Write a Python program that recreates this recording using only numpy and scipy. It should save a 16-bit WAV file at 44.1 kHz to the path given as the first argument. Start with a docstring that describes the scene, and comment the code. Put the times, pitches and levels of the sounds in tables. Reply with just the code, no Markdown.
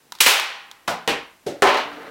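"""Small ticks close to the microphone, in a small wood-panelled room, lead to one shot of a cap-firing pistol.
The report overloads the microphone; the slide slams just after it, with a thump and a faint ring of the gun.
Two later ticks and four knocks follow, probably the ejected case bouncing off wall and furniture;
the last lands on a hollow board, where it rattles and rolls.
Bursts are banded noise with a room tail; rings are decaying modes; the roll is grainy noise with two tones."""
import sys
import numpy as np
from scipy import signal
from scipy.io import wavfile

SR = 44100
rng = np.random.default_rng(int(sys.argv[2]) if len(sys.argv) > 2 else 0)


def store_pcm(level_fs):
    """Save levels as 16-bit WAV."""
    pcm = np.round(np.clip(level_fs, -1, 1) * 32767).astype(np.int16)
    wavfile.write(sys.argv[1], SR, np.atleast_2d(pcm).T)


N = 92610
TIME = np.arange(N) / SR

# Frequencies at which every colour row gives a level per noise band: (frequency [Hz])
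COLOUR_HZ = [70, 130, 250, 400, 650, 1000, 1500, 2500, 4000, 7000, 14000]
KNOCK_TAIL_SHARE = 0.59  # ticks, knocks and rattle leave a shorter room tail than the shot


def from_db(db):
    """Turn decibels into amplitude gain."""
    return 10 ** (np.asarray(db) / 20)


def at_hz(values, hz):
    """Read a row given at COLOUR_HZ, interpolating along log frequency."""
    return np.interp(np.log(hz), np.log(COLOUR_HZ), values)


def low_cut(x, hz):
    """Second-order high-pass: remove what lies below hz."""
    return signal.sosfilt(signal.butter(2, hz, "high", fs=SR, output="sos"), x)


def noise_bands():
    """Split the spectrum into half-octave bands of unrelated noise, rms 1: (centre Hz, samples)."""
    edges = np.geomspace(30, 17000, 20)
    bands = []
    for low, high in zip(edges, edges[1:]):
        band_pass = signal.butter(2, [low, high], "band", fs=SR, output="sos")
        noise = signal.sosfilt(band_pass, rng.standard_normal(N))
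        # steeper skirts on both sides
        noise = low_cut(noise, low * 0.8)
        noise = signal.sosfilt(signal.butter(2, high * 1.2, "low", fs=SR, output="sos"), noise)
        bands.append((np.sqrt(low * high), noise / noise.std()))
    return bands


def lag(x, seconds):
    """Smooth with one pole, as a store that fills and drains exponentially."""
    r = np.exp(-1 / (seconds * SR))
    return signal.lfilter([1 - r], [1, -r], x + 1e-18)


def ring(drive, hz, t60):
    """Two-pole resonance: a unit click starts an oscillation of height about 1 that falls 60 dB in t60."""
    r = from_db(-60 / (t60 * SR))
    w = 2 * np.pi * hz / SR
    return signal.lfilter([0.5, 0, -0.5], [1, -2 * r * np.cos(w), r * r], drive + 1e-18)


def strike(drive, modes):
    """Set a table of modes (Hz, dB, t60 s) ringing together, with alternating signs."""
    out = 0
    for k, (hz, db, t60) in enumerate(modes):
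        out = out + ring(drive, hz, t60) * from_db(db) * (-1) ** k
    return out


def click(s, db):
    """Place a single impulse at s seconds."""
    return (np.arange(N) == int(s * SR)) * from_db(db)


def burst(bands, s, t60, send_db, colour_db, attack_s=0.0001, tail_share=1):
    """A dense burst whose energy fills the room and dies away there, band by band."""
    # Full reverberation time of the room at each COLOUR_HZ, scaled by tail_share: (t60 [s])
    room_t60_s = [0.76, 0.55, 0.59, 0.57, 0.6, 0.73, 0.76, 0.68, 0.6, 0.41, 0.33]
    build_s = 0.0058
    age = TIME - s
    fall = np.log(1e6)  # 60 dB of power
    # power grows exponentially up to s, then decays
    power = np.exp(np.maximum(np.minimum(age / attack_s, -fall * age / t60), -40))
    sent = lag(power, build_s) * from_db(send_db + 0.5) ** 2  # every send is raised by 0.5 dB
    out = 0
    for hz, noise in bands:
        tail = lag(sent, tail_share * at_hz(room_t60_s, hz) / fall)
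        out = out + noise * from_db(at_hz(colour_db, hz)) * np.sqrt(power + tail)
    return out


def steady(colour_db):
    """Even noise of a given colour."""
    return sum(noise * from_db(at_hz(colour_db, hz)) for hz, noise in noise_bands())


def room_quiet():
    """The quiet background of the room: steady coloured noise."""
    # Background at each COLOUR_HZ: (level [dB])
    floor_db = [-83.5, -77, -69, -69.5, -68.5, -68, -70.5, -68.5, -69.5, -68.5, -69]
    return steady(floor_db)


def ticks():
    """Close, dry metallic ticks of the action: a noise burst and a brief ring of the frame each."""
    # Ticks before and after the shot: (time [s], relative level [dB])
    tick_times = [(.1218, 0), (0.1515, -12), (0.187, -14), (0.398, 7.5), (0.7138, -8)]
    # Colour of a tick of relative level 0, at each COLOUR_HZ: (level [dB])
    tick_db = [-76.5, -66.5, -65.5, -61.5, -58.5, -31.5, -34, -36.5, -29, -38.5, -39]
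    # Brief modes of the frame, before the low cut: (frequency [Hz], level relative to the tick [dB], t60 [s])
    frame_modes = [(985, -26, 0.039), (3190, -31, .012), (3920, -22.5, 0.004), (6620, -29.5, 0.0039),
                   (9400, -27, 0.00088)]
    t60_s, send_db, low_cut_hz = 0.018, -10, 1300
    bands = noise_bands()
    snaps, clicks = 0, 0
    for s, db in tick_times:
        colour_db = np.add(tick_db, db)
        snaps = snaps + burst(bands, s, t60_s, send_db, colour_db, tail_share=KNOCK_TAIL_SHARE)
        clicks = clicks + click(s, db)
    return snaps + low_cut(strike(clicks, frame_modes), low_cut_hz)


def shot():
    """The cap bursts and spits; the slide slams, jolts the air and leaves the gun ringing."""
    # Cap report, then slide slam; the attack is the e-fold time of the power before its peak:
    # (peak time [s], attack [s], burst t60 [s], room send before its raise [dB], level at each COLOUR_HZ [dB])
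    blasts = [(0.206, 0.00037, 0.056, -3, [-54, -49.5, -45.5, -26, -27.5, -18, -15.5, -5, -10, -10, -15]),
              (0.2629, 0.00085, 0.092, 2, [-70.5, -61, -57.5, -26, -23, -17, -16.5, -10.5, -14, -18.5, -21])]
    # Bright spit 2 ms after the peak of the report: (peak time [s], t60 [s], level at each COLOUR_HZ [dB])
    spit = (.2082, 0.013, [-70, -61, -52.5, -34, -25, -22, -16.5, -7.5, -9, -8.5, -2])
    # Low thump of the slam: (frequency [Hz], level [dB], t60 [s])
    thump = [(48, -31, 0.054), (114, -32, 0.03), (245, -24, 0.063)]
    # Faint ringing of the gun after the slam: (frequency [Hz], level [dB], t60 [s])
    gun_ring = [(807, -28, 0.85), (1043, -34, 1), (1890, -31.5, 1), (2314, -14, 0.19), (2553, -25, 0.73)]
    spit_s, spit_t60, spit_db = spit
    out = burst(noise_bands(), spit_s, spit_t60, -19.5, spit_db)
    for s, attack_s, t60, send_db, colour_db in blasts:
        out = out + burst(noise_bands(), s, t60, send_db, colour_db, attack_s)
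    slam_s = blasts[-1][0]
    return out + strike(click(slam_s, 0), thump + gun_ring)


def bounces():
    """Four knocks: bursts and the ring of the surface met, with hard cracks in all but the third."""
    # Bounces of the case; the attack is the e-fold time of the power before its peak:
    # (peak time [s], attack [s], burst t60 [s], room send before its raise [dB], level at each COLOUR_HZ [dB])
    knocks = [(.8795, 0.0004, 0.021, 4.5, [-51, -36.5, -35, -31.5, -17.5, -20, -23, -26, -26.5, -32, -39]),
              (1.0769, 0.00013, 0.039, 8, [-51, -45, -32.5, -24.5, -28, -25, -27.5, -20, -27.5, -34.5, -43]),
              (1.4665, 0.00077, 0.08, 2.5, [-61, -41, -36, -24.5, -26.5, -49.5, -39, -43, -39.5, -42.5, -53.5]),
              (1.6229, 0.00026, 0.048, 4.5, [-57, -56.5, -24, -19, -10.5, -14.5, -13.5, -18.5, -24.5, -29.5, -41])]
    # Hard contacts within the bounces, before the low cut: (time [s], level [dB], frequency [Hz], t60 [s])
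    contacts = [(0.8768, -17, 2500, .004), (0.8824, -8, 1370, 0.0084), (1.0769, -3.5, 3800, 0.0013),
                (1.6224, 7, 900, .003), (1.6283, -4, 2510, 0.0018)]
    # A list of modes for each of the first three surfaces: (frequency [Hz], level [dB], t60 [s])
    surfaces = [
        [(174.7, -40, 0.58), (236, -33.5, 0.34), (618, -43, .3), (793, -29, 0.23), (1450, -29.5, 0.31)],
        [(281, -35, 0.4), (391, -30, 0.17), (467, -24.5, 0.35), (800, -23.5, 0.34), (1880, -28.5, 0.38)],
        [(291.7, -39, 0.53), (404, -29, 0.13), (448, -22.5, 0.11), (564, -27, .3), (720, -35.5, 0.31)],
    ]
    # Modes of the hollow board, met last: (frequency [Hz], level [dB], t60 [s])
    board = [(386, -14, 0.39), (412.6, -16, 0.46), (549, -19, .41), (635, -20, 0.23), (757, -27, 0.87),
             (829, -19, 0.33), (853, -22, 0.25), (1024, -21.5, 0.46), (1019, -13.5, 0.41), (1215, -37, 0.6),
             (1790, -20, 0.29)]
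    # sharp edge of each contact, its level relative to that contact
    snap_hz, snap_t60_s, snap_db = 6000, 0.00078, -6.5
    crack_low_cut_hz = 610
    bands = noise_bands()
    thuds, cracks, rings = 0, 0, 0
    for (s, attack_s, t60, send_db, colour_db), modes in zip(knocks, surfaces + [board]):
        thuds = thuds + burst(bands, s, t60, send_db, colour_db, attack_s, KNOCK_TAIL_SHARE)
        rings = rings + strike(click(s, 0), modes)
    for s, db, hz, t60 in contacts:
        cracks = cracks + ring(click(s, db), hz, t60)
        cracks = cracks + ring(click(s, db + snap_db), snap_hz, snap_t60_s)
    return thuds + low_cut(cracks, crack_low_cut_hz) + rings


def rattle():
    """Hops of the case after landing, as noise bursts: a few loud ones, then faint ones during the roll."""
    # Hops: (time [s], relative level [dB], brightness [dB per octave])
    hops = [(1.671, -0.5, -1.5), (1.689, -6.5, 1.5), (1.743, -5.5, -1), (1.771, -9, 1), (1.929, -30.5, 2),
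            (1.962, -34.5, -7), (2.031, -32.5, -6.5)]
    # Colour of a hop of relative level 0 and no tilt, at each COLOUR_HZ: (level [dB])
    hop_db = [-77, -70, -33, -22, -18, -14.5, -19, -15.5, -22, -36, -45]
    t60_s, send_db = 0.043, 3.5
    bands = noise_bands()
    octaves = np.log2(np.divide(COLOUR_HZ, 1500))  # brightness pivots at 1500 Hz
    out = 0
    for s, db, tilt_db in hops:
        # shift the noise so that each hop has its own grain
        fresh = [(hz, np.roll(noise, int(s * SR))) for hz, noise in bands]
        colour_db = np.add(hop_db, db + tilt_db * octaves)
        out = out + burst(fresh, s, t60_s, send_db, colour_db, tail_share=KNOCK_TAIL_SHARE)
    return out


def roll():
    """The case rolls: a grainy rumble and two low tones of the board, kept sounding by noise."""
    # Course of the roll, silent before its first point: (time [s], relative level [dB])
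    roll_course = [(1.75, -9), (1.9, -0.5), (2.0, -3), (2.1, -2)]
    # Rumble before the course is applied, at each COLOUR_HZ: (level [dB])
    rumble_db = [-74, -63, -52, -53.5, -43, -51, -42, -52.5, -55, -70.5, -66]
    # Tones drawn from the board, before the course: (frequency [Hz], rms level [dB])
    board_tones = [(296, -47), (448, -43.5)]
    grain_db, grain_s, tone_t60_s = 1, 0.0071, 0.21
    grain = lag(rng.standard_normal(N), grain_s)
    out = steady(rumble_db) * from_db(grain_db * grain / grain.std())
    for hz, db in board_tones:
        tone = ring(rng.standard_normal(N), hz, tone_t60_s)
        out = out + from_db(db) * tone / tone.std()
    times, levels_db = np.transpose(roll_course)
    return out * from_db(np.interp(TIME, times, levels_db, left=-100))


def scene():
    """All sources over the quiet of the room, at one microphone."""
    return (room_quiet() + ticks() + shot() + bounces() + rattle() + roll())[None]


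def record(dry):
    """The microphone rounds off only the highest peaks, then a steep low-pass cuts the top."""
    overload, cutoff_hz = 0.58, 15900  # overload: the amplitude that peaks cannot exceed before the low-pass
    rounded = dry / (1 + (dry / overload) ** 4) ** 0.25
    return signal.sosfilt(signal.ellip(10, 0.1, 80, cutoff_hz, fs=SR, output="sos"), rounded)


dry = scene()
out = record(dry)
store_pcm(out)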